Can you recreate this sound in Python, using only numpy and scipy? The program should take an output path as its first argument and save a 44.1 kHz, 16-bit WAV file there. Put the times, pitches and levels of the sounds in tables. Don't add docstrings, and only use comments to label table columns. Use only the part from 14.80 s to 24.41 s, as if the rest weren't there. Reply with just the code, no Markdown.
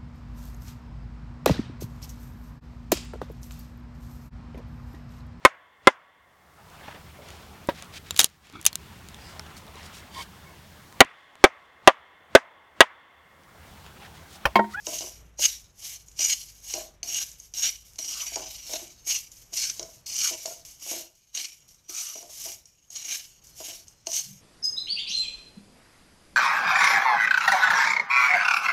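import sys
import numpy as np
from scipy import signal
from scipy.fft import rfft, irfft, next_fast_len
from scipy.io import wavfile
from scipy.ndimage import uniform_filter1d, map_coordinates

SR = 44100
rng = np.random.default_rng(int(sys.argv[2]) if len(sys.argv) > 2 else 0)


def put_to_file(sound):
    columns = np.atleast_2d(sound).T
    safe = np.clip(columns, -1, 1)
    whole_steps = np.round(safe * 32767)
    wavfile.write(sys.argv[1], SR, whole_steps.astype(np.int16))


N = 423801

# [t/s, rumble level/dB, hum level/dB]
KITCHEN_LEVELS = [(0.0, -59, -75), (0.43, -59, -50.5), (0.96, -64, -58.5), (1.98, -62.5, -55.5),
                  (3.21, -64.5, -61), (3.69, -62.5, -56), (5.17, -62.5, -70.5), (6.18, -66, -72),
                  (6.37, -74, -81), (6.96, -67.5, -76), (7.31, -69.5, -98), (7.65, -65, -78),
                  (7.98, -70.5, -85), (8.91, -63.5, -80), (9.42, -64.5, -86), (9.61, -62, -97)]
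# [f/Hz, relative density/dB per Hz]
RUMBLE_SPECTRUM = [(12, -29), (25, -6.5), (60, -5.5), (170, -11), (230, -19.5), (480, -22), (2600, -30),
                   (4000, -36), (6000, -80)]
# [mean f/Hz, relative level/dB]
HUM_PARTS = [(52, -2), (102, -12)]
# [t/s, level/dB]
BOOM_LEVELS = [(9.38, -69), (9.474, -50.5), (9.53, -51.5), (9.61, -67)]
# [f/Hz, width of one pass/Hz, relative level/dB]
BOOM_RESONANCES = [(137.6, 16, 2.5), (192.4, 14, -4)]

# [t/s, relative peak level/dB, share of the deep modes/0-1,
#  rattle's time to fall 60 dB/s]
PAN_KNOCKS = [(0.073, -22.5, 0.29, 0.31), (0.208, -27, 0.34, 0.32), (0.593, -30, 0.43, 0.13),
              (1.395, -32.5, 0.46, 0.16), (1.94, -25, 0.39, 0.45), (2.233, -38, 0.46, 0.51),
              (3.19, -38, 0.65, .15), (3.521, -34.5, 0.17, .11), (3.562, -23.5, 0.23, 0.36),
              (3.895, -36, 0, 0.39), (3.938, -26.5, 0.19, .27), (4.017, -34.5, 0.75, 0.28),
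              (4.268, -41, 0.37, 0.12), (4.725, -37.5, 0.57, 0.13), (4.996, -28, 0.19, 0.33),
              (5.511, -28.5, 0.25, .3), (5.656, -28, 0.08, 0.31), (6.064, -46, 0, 0.36),
              (6.114, -27, .4, 0.37), (7.094, -39.5, .7, 0.13), (7.356, -36.5, 0.18, 0.29),
              (7.427, -40, 0.17, 0.3), (7.495, -44, 0.3, 0.2), (7.657, -34, 0.34, 0.34),
              (8.804, -31, .22, .15), (8.884, -33.5, 0.46, 0.29), (9.271, -32, 0.46, 0.3)]
# [mean f/Hz, mean relative level/dB, t60 before a common upper limit/s]
PAN_MODES = [(332, -18, .12), (337, -13.5, 0.3), (362.8, 2.5, 0.3), (441, -8.5, 0.053), (552, -8, 0.17),
             (639.5, 2, 0.088), (689.3, 1, 0.36), (822, -9, .06), (933, -5.5, 0.029), (1427, -18, 0.068)]
# [t/s, relative peak level/dB]
TAPS = [(0.068, -7.5), (0.208, -14), (0.595, -16), (0.6233, -7), (1.284, -24.5), (1.315, -24.5),
        (1.3922, -9.5), (1.9386, -6.5), (2.2306, -11.5), (2.3451, -6.5), (2.516, -29), (2.6, -28),
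        (2.7383, -16), (3.1582, -23), (3.1887, -9), (3.558, -4.5), (3.935, -11), (4.0792, -29),
        (4.271, -29), (4.3094, -3.5), (4.5173, -30), (4.7326, -18), (4.995, -10.5), (5.029, -17),
        (5.2654, -16.5), (5.658, -10), (5.8506, -22), (6.112, -12), (6.549, -14.5), (6.574, -7.5),
        (6.804, -41.5), (6.8893, -36), (6.945, -38), (7.0969, -21), (7.356, -22), (7.428, -27),
        (7.656, -18), (7.856, -30), (8.103, -26), (8.1599, -17), (8.67, -26), (8.803, -22.5), (8.885, -20),
        (9.0815, -28), (9.2695, -7.5), (9.3168, -12)]

# [f/Hz, relative density/dB per Hz]
SCRAPE_SPECTRUM = [(150, -70.5), (250, -25.5), (332, -26.5), (1520, -21), (1840, -18), (2370, -14.5),
                   (3520, -13.5), (5750, 0.5), (9690, -17), (11000, -23.5), (14300, -54.5), (22000, -120)]
# [mean f/Hz, width before a common lower limit/Hz, relative gain/dB]
METAL_RINGS = [(316, 60, 9.5), (699, 31, 13), (1130, 38, 2.5), (1600, 93, 4.5), (2336, 190, 9.5),
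               (2920, 280, 14.5), (3826, 390, 4), (4317, 94, 8.5), (4910, 43, 5.5), (5310, 110, 1.5),
               (5715, 92, 11), (6030, 130, 9), (6505, 107, 16.5), (6920, 110, 5.5), (8310, 68, 8)]
# [f/Hz, relative density/dB per Hz]
GRAIN_SPECTRUM = [(590, -48.5), (1000, -23.5), (1300, -31.5), (1740, -23), (2260, -9), (2510, -15.5),
                  (2940, -8), (4060, -13), (5540, -0.5), (6500, -0.5), (8970, -11), (12500, -15.5),
                  (15600, -17)]
# [mean f/Hz, width before a common lower limit/Hz, relative gain/dB]
GRAIN_RINGS = [(10600, 220, -12), (11450, 560, 4.5), (12140, 150, 8.5), (12800, 360, 3.5)]
# [t/s, level/dB, f/Hz]
HOLLOW_NOTES = [
    [(5.35, -75, 1300), (5.41, -58, 1473), (5.45, -43.5, 1420), (5.485, -50, 1240), (5.51, -50, 940)],
    [(3.3, -61, 1320), (3.42, -49.5, 1200), (3.5, -69, 800)],
    [(7.1, -60, 1260), (7.33, -56.5, 1240)],
]

# [landing t/s, entry into the grains before it/s, push/s, hold/s,
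#  edge level on metal at full push/dB, softer at landing by/dB, drop at lift-off/dB, dying away/dB per s,
#  grains level over edge/dB, low rasp level over edge/dB]
BLADE_STROKES = [ (0.057, 0.035, 0.079, 0.12, -35.5, 10.5, 2, 155, -4.5, -8),
                 (0.598, 0.025, 0.037, .025, -18, 9.5, 9.5, 158, -15, -7.5),
                 (0.997, 0.082, 0.059, 0.066, -42.5, 12.5, 1, 199, -2, -5),
                 (1.395, 0.034, 0.12, 0.016, -23, 1, 11, 98, -15, -8),
                 (1.846, 0.048, 0.081, 0.066, -39, 6.5, 1.5, 200, -4.5, -5.5),
                 (2.233, .004, 0.13, 0.071, -30, 10, 10.5, 112, -11, -6.5),
                 (2.74, 0.0032, 0.1, .05, -24, 13.5, 9.5, 165, -14.5, -6.5),
                 (3.185, 0.0033, 0.22, 0.035, -33.5, 1.5, 1, 30, -12, -8.5),
                 (3.696, 0.025, 0.016, 0.019, -47.5, 5, 6, 60, -2.5, -1),
                 (3.85, 0.0083, 0.084, 0.026, -37.5, 11.5, 4, 148, -3.5, -2.5),
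                 (4.274, 0.029, .04, 0.057, -28, -1, 7, 185.5, -10.5, -8),
                 (4.736, 0.026, 0.045, 0.13, -27, 9, 7, 108, -12, -10.5),
                 (5.261, 0.003, 0.19, 0.044, -24.5, 14, 6, 113, -13, -9),
                 (5.614, .03, 0.044, 0.065, -43, 5, 1.5, 167, -4, -15),
                 (6.026, 0.11, 0.086, 0.082, -39, 7.5, 3.5, 227, -2.5, -3.5),
                 (6.551, 0.022, 0.013, 0.093, -32.5, 1.5, 5.5, 158, -12.5, -5.5),
                 (7.096, 0.021, 0.078, .21, -34, 3.5, 2.5, 130, -8.5, -12),
                 (7.506, 0.17, 0.15, 0.072, -40.5, 11, 5.5, 247, -3, -9),
                 (8.104, .004, 0.085, 0.053, -37, 5.5, 2.5, 67, -14, -9.5),
                 (8.252, .04, 0.076, 0.029, -32, 8.5, 6, 157, -10, -4),
                 (8.786, 0.087, 0.084, 0.068, -42.5, 4.5, 2.5, 171, -3, -4),
                 (9.265, 0.014, 0.097, 0.029, -25, 21.5, 9, 118, -13.5, -13), ]
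# [share of the softer landing,
#  extra drop in level at landing/dB, share of the drop at lift-off]
LAYER_FOLLOW = [(0.64, 3, 0.49), (1.01, 1.2, 1.46), (1.1, 7.5, 1.42), (0.65, -0.3, 1)]
# [t/s, length/s, level/dB]
GRAIN_SPILLS = [(0.0, 0.058, -58.5), (0.438, .12, -79), (1.262, 0.14, -64), (1.75, 0.045, -62),
                (2.584, 0.073, -59.5), (3.05, 0.1, -60.5), (4.16, 0.067, -78), (4.515, 0.11, -58.5),
                (5.03, 0.13, -59.5), (5.85, 0.067, -51.5), (6.35, 0.023, -68.5), (6.88, 0.043, -61.5),
                (6.97, .11, -78), (7.87, 0.014, -67), (8.639, .06, -59), (9.072, 0.039, -67),
                (9.16, .08, -80)]
# [grains level/dB, edge level/dB, rasp level/dB, body level/dB]
SPILL_LAYERS = (-1.7, -3, -20, -27.5)
# [grains level/dB, edge level/dB, rasp level/dB, body
# level/dB]
FLOOR_LEVELS = (-93, -85, -95, -100)

EDGE_HZ = 15600
ENTRY_DB, SAG_DB_PER_S, LIFT_S = 33, 45.5, 0.017
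SPILL_RISE_S, SPILL_FALL_DB_PER_S = 0.0034, 191
BODY_DB, BODY_FOLLOWS = -41, 0.48
LIGHT_DB, HEAVY_DB = -29, -20


def gain_of(db):
    return 10 ** (np.asarray(db) / 20)


def evened(x):
    return x / np.sqrt(np.mean(x ** 2) + 1e-20)


def steady(x, window_s=0.077):
    window = round(window_s * SR)
    power = uniform_filter1d(uniform_filter1d(x ** 2, window), window)
    return x / np.sqrt(abs(power) + 1e-20)


def curves(rows):
    s, *columns = np.transpose(rows)
    return [np.interp(np.arange(N) / SR, s, c) for c in columns]


def wander(per_s):
    knots = rng.standard_normal(2000)
    return map_coordinates(knots, [np.arange(N) / SR * per_s], order=1) * np.sqrt(3 / 2)


def causal(points, size=4096):
    f, db = np.transpose(points)
    hz = abs(np.fft.fftfreq(size, 1 / SR))
    spectrum_db = np.interp(np.log(hz + 1), np.log(f + 1), db)
    log_gain = np.log(gain_of(np.maximum(spectrum_db, -100)))
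    return np.fft.ifft(np.exp(np.conj(signal.hilbert(log_gain)))).real[:size // 2]


def under(x, edge_hz):
    size = next_fast_len(N)
    gain = 1 / (1 + (np.fft.rfftfreq(size, 1 / SR) / edge_hz) ** 24)
    return irfft(rfft(x, size) * gain, size)[:N]


def resonate(x, hz, width):
    turn = np.exp(2j * np.pi * np.cumsum(hz * np.ones(N)) / SR)
    r = np.exp(-np.pi * width / SR)
    return 2 * (turn * signal.lfilter([1 - r], [1, -r], x * turn.conj())).real


def kitchen():
    rumble_db, hum_db = curves(KITCHEN_LEVELS)
    rumble = evened(signal.oaconvolve(rng.standard_normal(N), causal(RUMBLE_SPECTRUM, size=16384))[:N])
    hum = np.zeros(N)
    for hz, db in HUM_PARTS:
        phase = 2 * np.pi * np.cumsum(hz * (1 + 0.052 * wander(4.1))) / SR
        hum += gain_of(db + 1.5 * wander(4)) * np.sin(phase)
    noise = rng.standard_normal(N)
    boom = np.zeros(N)
    for hz, width, db in BOOM_RESONANCES:
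        boom += gain_of(db) * evened(resonate(resonate(noise, hz, width), hz, width))
    started = np.arange(N) / SR > BOOM_LEVELS[0][0]
    boom_gain = gain_of(curves(BOOM_LEVELS)[0]) * started
    return gain_of(rumble_db + 1.7 * wander(7)) * rumble + gain_of(hum_db) * hum + boom_gain * evened(boom)


def room(x, t60=.3):
    n = SR // 2
    taps = rng.choice([-1., 1.], n) * (rng.random(n) < .05) * gain_of(-60 * np.arange(n) / SR / t60)
    taps[:150] = 0
    return signal.fftconvolve(x, taps / np.linalg.norm(taps))[:N]


def knocks():
    out, t = np.zeros(N + SR), np.arange(SR // 4) / SR
    hz, db, t60 = np.transpose(PAN_MODES)[:, :, None]
    chance = rng.standard_normal((len(PAN_KNOCKS), len(PAN_MODES), 2))
    shape = (len(PAN_KNOCKS), len(t))
    rattles = rng.standard_normal(shape) * (rng.random(shape) < 600 / SR)
    decay_db = -60 * t / np.minimum(t60, .075)
    for (s, peak_db, deep, rattle_s), c, blows in zip(PAN_KNOCKS, chance, rattles):
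        deep = np.clip(deep, 0, 1)
        share = np.where(hz < 420, deep, 1 - deep)
        tone = np.sin(2 * np.pi * hz * (1 + .035 * c[:, 1:]) * t)
        modes = share * gain_of(db + 2.5 * c[:, :1] + decay_db) * tone
        blows = 0.5 * blows * gain_of(-60 * t / max(rattle_s, .01))
        blows[0] = 1
        knock = signal.fftconvolve(modes.sum(0), blows)
        out[round(s * SR):][:2 * len(t) - 1] += gain_of(peak_db - 13.0) * knock
    return signal.sosfilt(signal.butter(4, 265, "high", fs=SR, output="sos"), out[:N])


def rung(broad, rings, swell_db, slide):
    out = .7 * broad
    for hz, width, db in rings:
        gain = gain_of(db + swell_db * min(hz / 2200, 1) * np.tanh(wander(11)))
        out = out + gain * resonate(broad, hz * (1 + slide * wander(10)), max(width, 65))
    return out


def metal(drive, swell_db):
    colour = causal(SCRAPE_SPECTRUM)
    broad = signal.oaconvolve(drive, colour)[:N] / np.linalg.norm(colour)
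    return rung(broad, METAL_RINGS, swell_db, .02)


def ticks():
    n = 800
    drive, t = np.zeros(N + n), np.arange(n) / SR
    bursts = rng.standard_normal((len(TAPS), n)) * gain_of(-60 * t / 0.013)
    bursts[:, 0] = 1.5
    for (s, db), burst in zip(TAPS, bursts):
        heavy = np.clip((db - LIGHT_DB) / (HEAVY_DB - LIGHT_DB), 0, 1)
        treble = 2.0 * np.diff(burst, 2, prepend=[0, 0])
        drive[round(s * SR):][:n] += gain_of(db) * (heavy * burst + (1 - heavy) * treble)
    return gain_of(-20.5) * metal(drive[:N], 2.2)


def grit(per_s, spread_db, clump_db, clumps_per_s):
    size = gain_of(spread_db * np.minimum(rng.exponential(1, N), 3.5)) * rng.choice([-1., 1.], N)
    clicks = size * (rng.random(N) < per_s / SR)
    return evened(clicks * gain_of(clump_db * np.tanh(wander(clumps_per_s))))


def hollow():
    out = np.zeros(N)
    for rows in HOLLOW_NOTES:
        db, hz = curves(rows)
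        note = evened(resonate(resonate(grit(5000, 1.7, 2.1, 74), hz, 440), hz, 410))
        start, end = rows[0][0], rows[-1][0]
        fade = np.interp(np.arange(N) / SR, [start - .01, start, end, end + 0.011], [0, 1, 1, 0])
        out += gain_of(db) * note * fade
    return out


def levels():
    t = np.arange(0, N, 40) / SR
    power = np.array([gain_of(2 * db) + 0 * t for db in FLOOR_LEVELS])
    for s, entry, push, hold, peak_db, soft_db, drop_db, fall, grains_db, rasp_db in BLADE_STROKES:
        times = s + np.cumsum([-entry, entry, push, hold, LIFT_S, 1])
        body_db = BODY_DB + BODY_FOLLOWS * (peak_db + rasp_db) - peak_db
        over_edge_db = (grains_db, 0, rasp_db, body_db)
        for layer, over_db, (soft, under_db, lift) in zip(power, over_edge_db, LAYER_FOLLOW):
            landed, sagged = soft * soft_db + under_db, SAG_DB_PER_S * hold
            lifted = sagged + lift * drop_db
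            down = np.interp(t, times, [landed + ENTRY_DB, landed, 0, sagged, lifted, lifted + fall], left=200)
            layer += gain_of(2 * (peak_db + over_db - down))
    for s, length, db in GRAIN_SPILLS:
        times = s + np.cumsum([-SPILL_RISE_S, SPILL_RISE_S, length, 1])
        down = np.interp(t, times, [ENTRY_DB, 0, 0, SPILL_FALL_DB_PER_S], left=200)
        power += gain_of(2 * (db + np.array(SPILL_LAYERS)[:, None] - down))
    return [np.interp(np.arange(N) / SR, t, 10 * np.log10(layer)) for layer in power]


def grains(level_db):
    slide = grit(14000, 2.5, 2.5, 90) + gain_of(-12) * grit(45, 3.0, 2.5, 12)
    hiss = rung(signal.oaconvolve(slide, causal(GRAIN_SPECTRUM))[:N], GRAIN_RINGS, 3.6, 0.0097)
    top_fizz = hiss - under(hiss, 8500)
    return gain_of(level_db) * hiss / np.std(top_fizz)


def blade(edge_db, rasp_db, body_db):
    sound = metal(grit(5500, 2.8, 5.0, 80), 11.0)
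    low, body = under(sound, 4200), under(sound, 1300)
    edge = gain_of(edge_db) * steady(sound - low)
    rasp = gain_of(rasp_db) * steady(low - body)
    return edge + rasp + gain_of(body_db) * steady(body)


def scene():
    background = kitchen()
    thuds = knocks()
    taps = ticks()
    reflected = room(gain_of(-8) * taps + gain_of(-13) * thuds)
    grains_db, *blade_db = levels()
    strokes = hollow() + grains(grains_db) + blade(*blade_db)
    return (background + reflected + thuds + taps + strokes)[None]


def record(dry):
    low_pass = signal.firwin(511, EDGE_HZ, window=("kaiser", 9), fs=SR)
    return signal.oaconvolve(dry, low_pass[None], "same")


dry = scene()
out = record(dry)
put_to_file(out)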